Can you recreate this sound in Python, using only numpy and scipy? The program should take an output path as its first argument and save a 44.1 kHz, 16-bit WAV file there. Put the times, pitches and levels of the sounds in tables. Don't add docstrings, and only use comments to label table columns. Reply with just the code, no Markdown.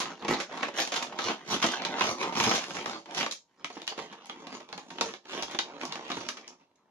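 import sys
import numpy as np
from scipy import signal
from scipy.fft import rfft, irfft
from scipy.io import wavfile
from scipy.ndimage import uniform_filter1d

SR = 44100
rng = np.random.default_rng(int(sys.argv[2]) if len(sys.argv) > 2 else 0)


def wrap_up_sound(samples):
    columns = np.atleast_2d(samples).T
    tamed = np.clip(columns, -1, 1)
    steps = np.round(tamed * 32767).astype(np.int16)
    wavfile.write(sys.argv[1], SR, steps)


N = 304290
TAPS = 2048
FREQS = np.fft.rfftfreq(TAPS, 1 / SR)
PLAIN_WALL_HZ = 3200

# frequency_hz, level_db
HOLLOW_COLOUR = [(20, -31.5), (55, -18.5), (85, -16.5), (125, -9), (175, -1), (230, 4), (320, 2.5),
                 (450, -0.5), (620, -15), (1500, -47.5)]
PANEL_COLOUR = [(120, -35.5), (300, -26.5), (480, -0.5), (800, 3.5), (1100, 2), (1500, -4.5), (2200, -4),
                (4000, -10), (9000, -75.5)]
EDGE_COLOUR = [(500, -54), (1100, 2.5), (1700, 2), (2400, 1.5), (3300, 1.5), (4200, -2), (5000, -3),
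               (6200, -2.5), (7200, -8.5), (7700, -18.5), (8300, -25.5), (10000, -18), (11500, -26),
               (12700, -31.5), (13500, -46.5)]


def amp(db):
    return 10 ** (np.asarray(db) / 20)


def curve_at(points, hz):
    f, value = np.transpose(points)
    return np.interp(np.log(hz + 1), np.log(f + 1), value)


def unit(x):
    return x / np.sqrt(np.mean(np.sum(x ** 2, axis=-1)) + 1e-20)


def add(mix, start_s, sound):
    part = mix[:, max(round(start_s * SR), 0):][:, :sound.shape[1]]
    part += sound[:, :part.shape[1]]


def lumps(length, size):
    x = uniform_filter1d(uniform_filter1d(rng.standard_normal(length), size), size)
    return x / x.std()


def resonance(hz, width_hz):
    return 1 / (1 + (2 * (FREQS - hz) / width_hz) ** 2)


def minimum_phase(db):
    log_gain = np.log(amp(np.maximum(db, db.max() - 80)))
    mirrored = np.r_[log_gain, log_gain[-2:0:-1]]
    return np.fft.ifft(np.exp(np.conj(signal.hilbert(mirrored)))).real


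def pair_noise(length):
    # frequency_hz, correlation
    likeness = [(100, 0.77), (300, 1), (600, 0.85), (1300, 0.54), (2800, 0.032), (13000, 0)]
    a, b = rfft(rng.standard_normal((2, length)))
    same = np.clip(curve_at(likeness, np.fft.rfftfreq(length, 1 / SR)), -1, 1)
    return irfft([a, same * a + np.sqrt(1 - same ** 2) * b], length)


def left_lag(time_s):
    # time_s, lag_samples
    path = [(0, -0.5), (3.3, -5.5), (3.7, 3.5), (4.7, 5), (6.2, 5.5), (6.9, 2.5)]
    return np.round(np.interp(time_s, *np.transpose(path))).astype(int)


def contact(register, ring_hz, ring_db, ring_width_hz, flutter_s, flutter_db,
            tilt_db=0, ripple_db=2.5, rise_s=.0002, fizz_db=0, evenness=0):
    # pitch_hz, width_hz, lift_db
    box_modes = [(120, 34, -3), (215, 34, 2), (354.6, 45, 7), (453, 29, 2), (570, 27, 2), (926, 13, 2),
                 (1040, 17, 0), (1326, 26, 1)]
    t = np.arange(TAPS) / SR
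    flutter = (1 - np.exp(-t / rise_s)) * np.exp(-(t / flutter_s) ** 0.95)
    flutter *= amp(1.5 * lumps(TAPS, size=50))
    blow = amp(flutter_db) * unit(pair_noise(TAPS) * flutter)
    blow[:, 0] += 1
    colour_db = curve_at(register, FREQS) + sum(db * resonance(hz, width) for hz, width, db in box_modes)
    colour_db += tilt_db * np.log2(FREQS.clip(1500, 8000))
    colour_db += fizz_db * np.clip(FREQS / 10160 - 1, 0, .5) * 2
    drive = uniform_filter1d((abs(rfft(blow)) ** 2).mean(0), size=27)
    colour_db -= evenness * 10 * np.log10(drive + 1e-9)
    walls_hz = np.linspace(1200, 13500, 22)
    colour_db += np.interp(FREQS, walls_hz, ripple_db * rng.standard_normal(len(walls_hz)), left=0)
    modes = resonance(ring_hz, ring_width_hz) + .3 * resonance(1.3 * ring_hz, ring_width_hz)
    body = minimum_phase(colour_db + ring_db * modes)
    return unit(irfft(rfft(blow, 2 * TAPS) * rfft(body, 2 * TAPS)))


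def strike(start_s, hollow_db, panels_db, edges_db, ring_hz, ring_db, tilt_db, flap_hz, crumple_s, rise_s):
    blow = dict(tilt_db=tilt_db, ripple_db=1.0, rise_s=rise_s, evenness=0.71)
    flap = dict(ring_hz=flap_hz, ring_db=8, ring_width_hz=180, **blow)
    wall = dict(ring_hz=ring_hz, ring_db=ring_db, ring_width_hz=.27 * ring_hz, **blow)
    crack_db = 2 / (1 + crumple_s / 0.004)
    hollow = amp(hollow_db) * contact(HOLLOW_COLOUR, flutter_s=crumple_s + 0.0045, flutter_db=1.5, **flap)
    panels = amp(panels_db) * contact(PANEL_COLOUR, flutter_s=crumple_s + 0.0031, flutter_db=15, **flap)
    edges = amp(edges_db) * contact(EDGE_COLOUR, flutter_s=crumple_s, flutter_db=7, fizz_db=crack_db, **wall)
    left, right = np.sqrt(SR / 100) * (hollow + panels + edges)
    lag = left_lag(start_s)
    return np.array([np.roll(left, max(lag, 0)), np.roll(right, max(-lag, 0))])


def plastic_pops(rows):
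    out = np.zeros((2, N))
    for start_s, edges_db, box_db, ring_hz, ring_db, tilt_db, flap_hz, crumple_s in rows:
        panels_db = edges_db + box_db
        add(out, start_s, strike(start_s, panels_db - 9, panels_db, edges_db,
                                 ring_hz, ring_db, tilt_db, flap_hz, crumple_s, rise_s=0.0005))
    return out


def wall_snaps():
    # start_s, level_db, box_db, ring_hz, ring_db, tilt_db_per_octave, flap_hz, crumple_s
    buckles = [(.002, -29.5, 1, 5900, -2, 7, 1030, 0.014), (.016, -33.5, -5, 4850, -8, -1, 1030, 0.0061),
               (.0567, -38, -6, 3560, 7, -7, 830, .002), (.2234, -46.5, 4.5, 3430, 14, 1, 910, .0027),
               (.336, -30, -2, 4000, 16, 0.5, 790, .0066), (.4014, -30, -4, 5170, 0.5, .5, 1430, 0.014),
               (.5253, -49, -3, 3400, 1, 0, 890, .002), (.6295, -27, -0.5, 1830, 9, -2.5, 1540, .0068),
               (.7866, -26.5, -5, 2870, 6, -3, 694, 0.0096), (.874, -37.5, 1.5, 3330, -4, 6, 840, .0034),
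               (.9205, -30, -4.5, 6000, 3, 0.5, 734, 0.0094), (.9403, -31, -5, 4680, -3, 1.5, 1280, 0.0058),
               (.9605, -27.5, -9, 3400, 2.5, 2, 850, 0.011), (.976, -38, 0, 4600, 6, -2, 900, .0027),
               (1.0253, -31, -5, 3780, -4, 2.5, 1060, .004),
               (1.1886, -28.5, -3, 3570, 2, -3.5, 1030, 0.006), (1.2411, -40, -10, 3440, 4, 4, 900, 0.0018),
               (1.511, -39, 2, 5500, -8, 5, 900, .003), (1.626, -22, -5, 3740, 0, -1, 1060, .013),
               (1.645, -29.5, -7, 3230, -7, -2.5, 850, 0.007),
               (1.663, -30, -4, 5700, -1, 5.5, 1050, 0.0038), (1.7156, -38, -11, 3300, -9, 2, 900, 0.0039),
               (1.7353, -30.5, -6.5, 1600, 12, -9, 1500, 0.0031),
               (1.8202, -37, 0, 4400, 6, -0.5, 1040, 0.001), (1.85, -27, -6.5, 4000, 6, 0, 1030, 0.004),
               (1.983, -35.5, 4.5, 3300, 5, -4, 1050, 0.017), (2.0105, -24.5, -11, 2620, 8, -2, 1030, 0.02),
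               (2.075, -40, 5, 3750, 1, -7, 960, .009), (2.21, -42, -8, 3200, -5, 4, 900, .005),
               (2.229, -31, -9, 2580, 1, -1, 1030, 0.0079), (2.3537, -37, -14, 3000, 7, -3, 900, 0.0036),
               (2.4005, -23, -3.5, 4750, 2, -2, 915, 0.0029), (2.438, -25, -4, 3380, 5, 4.5, 810, 0.013),
               (2.513, -25, -2.5, 3070, 6, -7.5, 1160, 0.0068), (2.5507, -25, -11, 3250, 0, 2.5, 740, .02),
               (2.64, -37, -16, 3700, -1, -0.5, 900, 0.0015),
               (2.707, -38.5, -1.5, 2850, 2, -5.5, 1370, .001), (2.7453, -41.5, -5, 4200, 3, -2, 900, .004),
               (2.768, -35, -12, 1980, 12, 1, 1010, 0.0024),
               (2.8585, -32, -1.5, 3300, -4, -3.5, 1130, .0025),
               (3.0578, -48.5, -2.5, 3020, 4, -1.5, 900, 0.004),
               (3.1105, -45.5, -11.5, 3080, 11, 3, 900, 0.00066),
               (3.1478, -36.5, -17, 5700, 5, 3, 980, 0.0021), (3.179, -31.5, -16, 5760, 2, 1, 1200, .003),
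               (3.2101, -29, -8, 2340, 4, -3, 1010, 0.0036),
               (3.229, -29.5, -2.5, 3090, 10, -3, 714, 0.0029),
               (3.2626, -32, 0.5, 2600, 0, -3, 1010, 0.0013),
               (3.3113, -32.5, -27, 3860, 11, 6, 925, 0.0037),
               (3.3225, -35, -12, 5380, 2.5, 7, 1100, 0.0039),
               (3.645, -31.5, -5.5, 2540, 10, 0, 1215, 0.0014),
               (3.8181, -43.5, -3.5, 3680, 11, 6, 670, .0013), (3.8685, -45, -13, 4500, 5, 3, 900, .0018),
               (3.877, -29, -16, 3160, 10, 3, 1500, 0.0023), (3.901, -39.5, -21, 4630, 16, 0, 900, 0.0068),
               (4.2573, -51, -13, 5570, -6, 9, 900, 0.0016), (4.269, -55, -16, 6500, 6, 9, 900, .002),
               (4.297, -37, -3, 3180, 11.5, -2, 1150, 0.0015), (4.4694, -43, -1.5, 3710, 7, 0, 725, 0.0035),
               (4.6888, -51, -1, 3500, 11, 1, 900, .003), (4.7276, -38.5, -1, 4270, 11, -2, 805, .0017),
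               (4.778, -43, 4, 3350, 2, 4.5, 810, 0.0019), (4.9039, -41.5, -6.5, 3930, 2, -2, 700, 0.0041),
               (4.9843, -37.5, -2.5, 3140, 12, -3.5, 1010, .003),
               (5.0104, -24.5, -0.5, 4060, 7, 2, 890, .003), (5.138, -40.5, -1, 3740, 5, -2, 1160, 0.0018),
               (5.3319, -39.5, -3, 3400, 8, -5, 900, .003),
               (5.424, -33.5, -0.5, 5270, 11, 5.5, 660, 0.0029),
               (5.431, -34.5, -15, 3330, 4, 3, 900, .0034), (5.5115, -45, -3, 3500, -2, 7, 900, .003),
               (5.5484, -40, -6, 3550, 18, 2, 730, .002), (5.5886, -23, -10, 3800, 10, -0.5, 850, 0.0026),
               (5.8131, -36.5, -9, 2190, 11, -2.5, 1260, .0013), (5.8525, -38, -9, 5290, 4, 5, 830, .003),
               (5.923, -33.5, -8, 3860, 8, 1, 1210, .0029), (6.1166, -32.5, -4, 3860, 11, 1, 1150, 0.0037),
               (6.2089, -45, 1, 3300, 2, -1, 900, .003), (6.2878, -29.5, -10.5, 4950, 3, 1, 1195, .0042),
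               (6.371, -41.5, -18, 2860, 2, -1, 900, 0.0078),
               (6.4784, -43, -13.5, 5660, 11.5, 6, 944, 0.0011),
               (6.757, -70.5, -10.5, 6600, 7.5, 7.5, 907, 0.0033)]
    return plastic_pops(buckles)


def stroke_levels(grip_db_per_s=413, run_out_db_per_s=313.5, arch_db=1.5):
    # start_s, length_s, level_db, swell_db, hollow_db, edges_db
    strokes = [(0.04, 0.087, -41.5, -4, -5.5, -5), (0.16, 0.058, -54.5, 7, -3, -1),
               (0.223, 0.074, -41.5, 5, 0.5, -10), (0.304, 0.045, -32.5, -9, 1.5, -1),
               (0.348, 0.053, -38, -3, -5, -5), (0.512, 0.17, -39.5, 0.5, -6, -7.5),
               (0.789, 0.027, -29.5, -0.5, -14.5, 2.5), (0.929, 0.14, -41, -5, -10.5, -0.5),
               (1.057, 0.23, -44, 7, -5.5, -18), (1.197, 0.098, -37, 10.5, -4, 3.5),
               (1.38, 0.083, -52, -3, -5, -3.5), (1.495, 0.045, -34.5, 9.5, -1, 3),
               (1.62, 0.18, -41, -7, -3, 5.5), (1.761, 0.36, -36.5, 6, -5.5, -9.5),
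               (1.992, 0.11, -34.5, 0.5, -8, 2), (2.202, 0.091, -33.5, -3, -5, -7.5),
               (2.36, 0.06, -33, 0.5, -3, 1.5), (2.432, 0.14, -30.5, -2, -6, 0.5),
               (2.589, 0.054, -44, 4, -7, 4), (2.687, 0.03, -44.5, 0, -1.5, 0),
               (2.754, 0.073, -39, -2.5, -4.5, -0.5), (2.858, 0.11, -41, -3.5, -4.5, -1.5),
               (3.098, 0.042, -43.5, -3, -6.5, -6.5), (3.171, 0.046, -35, 0.5, -6, 4.5),
               (3.493, 0.11, -81, -0.5, 1.5, 6), (3.598, 0.031, -58, 0, -2, -5),
               (3.727, 0.098, -53.5, 4, -3.5, 2), (3.893, 0.021, -47.5, 0, -8, -2),
               (3.988, 0.094, -49.5, -13, -2.5, 2), (4.099, 0.047, -52.5, 0, -3, 1),
               (4.175, 0.26, -55.5, -6.5, -9, -4.5), (4.3, 0.33, -53, -1, 0, -1.5),
               (4.487, 0.066, -46, 9.5, -2.5, -3), (4.693, 0.33, -57.5, -11, -2, -7),
               (4.884, 0.16, -51, 11, 2, -2), (5.01, 0.084, -43.5, 3.5, -1.5, -0.5),
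               (5.295, 0.1, -40.5, 7, -4, 0.5), (5.474, 0.06, -45, 5, -4.5, 0.5),
               (5.645, 0.19, -48.5, -4.5, -4.5, -11), (5.831, 0.015, -38, -3.5, -3, -3),
               (5.87, 0.21, -45, -4.5, -7, -5), (6.056, 0.22, -46.5, -1, -2.5, 2),
               (6.284, 0.24, -54, -6.5, -3, -4.5), (6.599, 0.028, -65, -2, -4.5, -2.5),
               (6.708, 0.02, -74, -2, -2.5, -8.5), (6.757, 0.14, -73.5, 2, -1.5, -16)]
    t = np.arange(0, N / SR, .002)
    levels = []
    for start_s, length_s, level_db, swell_db, hollow_db, edges_db in strokes:
        along = np.clip((t - start_s) / length_s, 0, 1) - .5
        db = level_db + swell_db * along - arch_db * (2 * along) ** 2
        db -= grip_db_per_s * np.maximum(start_s - t, 0)
        db -= run_out_db_per_s * np.maximum(t - start_s - length_s, 0)
        levels.append([db + hollow_db, db, db + edges_db])
    return [np.interp(np.arange(N) / SR, t, db) for db in np.max(levels, axis=0)]


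def scrape(slips, level_db, register, ring_range_hz, ring_db, flutter_s, spot_samples=1800):
    force = slips / np.sqrt(uniform_filter1d(slips ** 2, size=1100).clip(1e-9)) * amp(level_db)
    spot = (np.arange(N) / spot_samples + rng.random(N)).astype(int)
    low_hz, high_hz = ring_range_hz
    treble_pivot_db = -44.5
    out = np.zeros((2, N))
    for k in range(N // spot_samples + 1):
        span = slice(max(k - 1, 0) * spot_samples, (k + 1) * spot_samples)
        hz = low_hz * (high_hz / low_hz) ** rng.random()
        ring = contact(register, hz, ring_db, ring_width_hz=0.5 * hz, flutter_s=flutter_s, flutter_db=-0.5,
                       tilt_db=2.6 * rng.standard_normal(),
                       fizz_db=1.04 * (level_db[k * spot_samples] - treble_pivot_db))
        spot_force = force[span] * (spot[span] == k)
        add(out, span.start / SR, signal.fftconvolve(spot_force[None], ring, axes=1))
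    return out


def sliding(hollow_db, panels_db, edges_db, slips_per_s=1100, spread_db=3.0, clump_db=1.5):
    size = amp(spread_db * np.minimum(rng.exponential(1, N), 5) + clump_db * lumps(N, size=160))
    slips = size * rng.choice([-1, 1], N) * (rng.random(N) < slips_per_s / SR)
    hollow = scrape(slips, hollow_db, HOLLOW_COLOUR, (130, 400), ring_db=3.5, flutter_s=0.0027)
    panels = scrape(slips, panels_db, PANEL_COLOUR, (550, 1500), ring_db=4.5, flutter_s=0.0014)
    edges = scrape(slips, edges_db, EDGE_COLOUR, (1700, 6500), ring_db=6.0, flutter_s=0.0028)
    left, right = hollow + panels + edges
    now = np.arange(N)
    delayed = np.clip(now - left_lag(now / SR), 0, N - 1)
    return np.array([left[delayed], right])


def crease_ticks(edges_db, ticks_per_s=14, low_hz=2200, high_hz=6500,
                 box_db=-6, ring_db=7, flap_hz=940, crumple_s=0.001):
    onsets = np.flatnonzero(rng.random(N) < ticks_per_s / SR)
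    rows = []
    for i, (strength, wall) in zip(onsets, rng.random((len(onsets), 2))):
        ring_hz = low_hz * (high_hz / low_hz) ** wall
        level_db = edges_db[i] - 8.5 + 2 * (2 * strength - 1)
        tilt_db = 7 * np.log2(ring_hz / PLAIN_WALL_HZ)
        rows.append((i / SR, level_db, box_db, ring_hz, ring_db, tilt_db, flap_hz, crumple_s))
    return plastic_pops(rows)


def flap_knocks():
    # start_s, level_db, hollow_db, edges_db, flap_hz, crumple_s
    catches = [(.2475, -34, -3, -5.5, 830, 0.0037), (.2819, -29.5, -8, 1, 1090, 0.0081),
               (.5738, -42, -6, 1.5, 915, 0.0029), (.6234, -39, -8, -7, 625, 0.0034),
               (.683, -34, -9, -5.5, 930, 0.0041), (.7402, -48, 5, 3, 900, 0.0058),
               (1.1236, -38.5, -12, -8.5, 935, 0.011), (1.298, -29, -1.5, -5, 775, .017),
               (1.641, -25, 0.5, -0.5, 665, 0.0023), (1.9398, -34.5, -4, -20, 760, .0015),
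               (2.0085, -21, -11, -8, 1040, 0.0028), (2.3241, -32.5, -9, -9, 1030, .0049),
               (2.375, -32, 3.5, -2, 1055, .01), (2.47, -27, 1, -20, 745, .011),
               (3.701, -41.5, -7, -5, 695, 0.0071), (3.767, -40.5, 1.5, -14, 890, .005),
               (3.922, -37.5, -10, -26, 800, .0013), (3.978, -35.5, -5, -5.5, 730, .012),
               (3.989, -37.5, -14, -4, 1140, 0.0014), (4.1261, -44.5, -3.5, -1, 860, 0.01),
               (4.602, -45, -9, -2.5, 615, .0052), (5.2544, -50.5, -6, -2, 910, .0016),
               (5.547, -34.5, -1, -4, 730, 0.0044), (5.9556, -41, -3, 3.5, 730, .002),
               (6.101, -31, -4.5, -5, 1180, 0.0079), (6.168, -34.5, -2, -6, 925, .0075)]
    out = np.zeros((2, N))
    for start_s, level_db, hollow_db, edges_db, flap_hz, crumple_s in catches:
        knock = strike(start_s, level_db + hollow_db, level_db, level_db + edges_db, PLAIN_WALL_HZ,
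                       ring_db=0, tilt_db=-1.5, flap_hz=flap_hz, crumple_s=crumple_s, rise_s=0.0014)
        add(out, start_s, knock)
    return out


def mattress_thumps(swell_s=0.02):
    # start_s, level_db, pitch_hz
    bumps = [(.285, -46, 58), (0.288, -35, 155), (1.242, -48.5, 111), (1.64, -50, 109), (2.012, -49, 111),
             (2.079, -47, 113), (2.384, -42, 119), (2.452, -35.5, 117.4), (4.741, -48, 184),
             (5.34, -51, 169), (5.425, -61, 62), (5.869, -54, 163), (6.17, -52.5, 122)]
    out, t = np.zeros((2, N)), np.arange(SR // 4) / SR
    swell = (t / swell_s * np.exp(1 - t / swell_s)) ** 2
    for start_s, level_db, pitch_hz in bumps:
        thump = amp(level_db) * swell * np.sin(2 * np.pi * pitch_hz * t)
        add(out, start_s, np.array([thump, thump]))
    return out


def room_echo(x, nearest_wall_s=0.0056):
    # frequency_hz, t60_s
    decay = [(100, 0.19), (400, 0.22), (1000, 0.16), (3000, 0.18), (7000, 0.22), (13000, 0.12)]
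    length = SR // 2
    hz, t, spectra = signal.stft(pair_noise(length), SR, nperseg=256)
    fade = amp(-60 * t / curve_at(decay, hz)[:, None])
    tail = signal.istft(spectra * fade, SR, nperseg=256)[1][:, :length]
    tail *= np.minimum(np.arange(length) / SR / nearest_wall_s, 1) ** 4
    return signal.oaconvolve(x, unit(tail), axes=1)[:, :N]


def even_echo(x, count=5, cycle_hz=2.3):
    turn = 2 * np.pi * np.arange(N) / SR * cycle_hz
    shares = np.array([np.maximum(np.cos(turn + 2 * np.pi * k / count), 0) ** 2 for k in range(count)])
    return sum(room_echo(x * share) for share in shares / np.linalg.norm(shares, axis=0))


def room_tone(level_db=-75.5):
    # frequency_hz, relative_db
    colour = [(30, -22.5), (110, -11.5), (155, -6), (220, -8.5), (820, -9), (930, -0.5), (1100, -11.5),
              (2000, -24.5), (6000, -24.5), (8000, -33.5), (13000, -37)]
    gain = amp(curve_at(colour, np.fft.rfftfreq(N, 1 / SR)))
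    noise = irfft(rfft(pair_noise(N)) * gain, N)
    return amp(level_db) * np.sqrt(N) * unit(noise)


def scene():
    hollow_db, panels_db, edges_db = stroke_levels()
    rub = sliding(hollow_db, panels_db, edges_db)
    knocks = flap_knocks()
    snaps = wall_snaps() + crease_ticks(edges_db)
    direct = amp(-0.5) * rub + amp(-1) * (snaps + knocks)
    echo = even_echo(amp(-7) * rub + amp(-5) * snaps + amp(-9) * knocks)
    balance = amp([[-.9], [.7]])
    return (direct + echo + mattress_thumps()) * balance + room_tone()


def record(dry):
    lowpass = signal.firwin(401, 13500, window=("kaiser", 8), fs=SR)
    return signal.oaconvolve(dry, lowpass[None], "same", axes=1)


dry = scene()
out = record(dry)
wrap_up_sound(out)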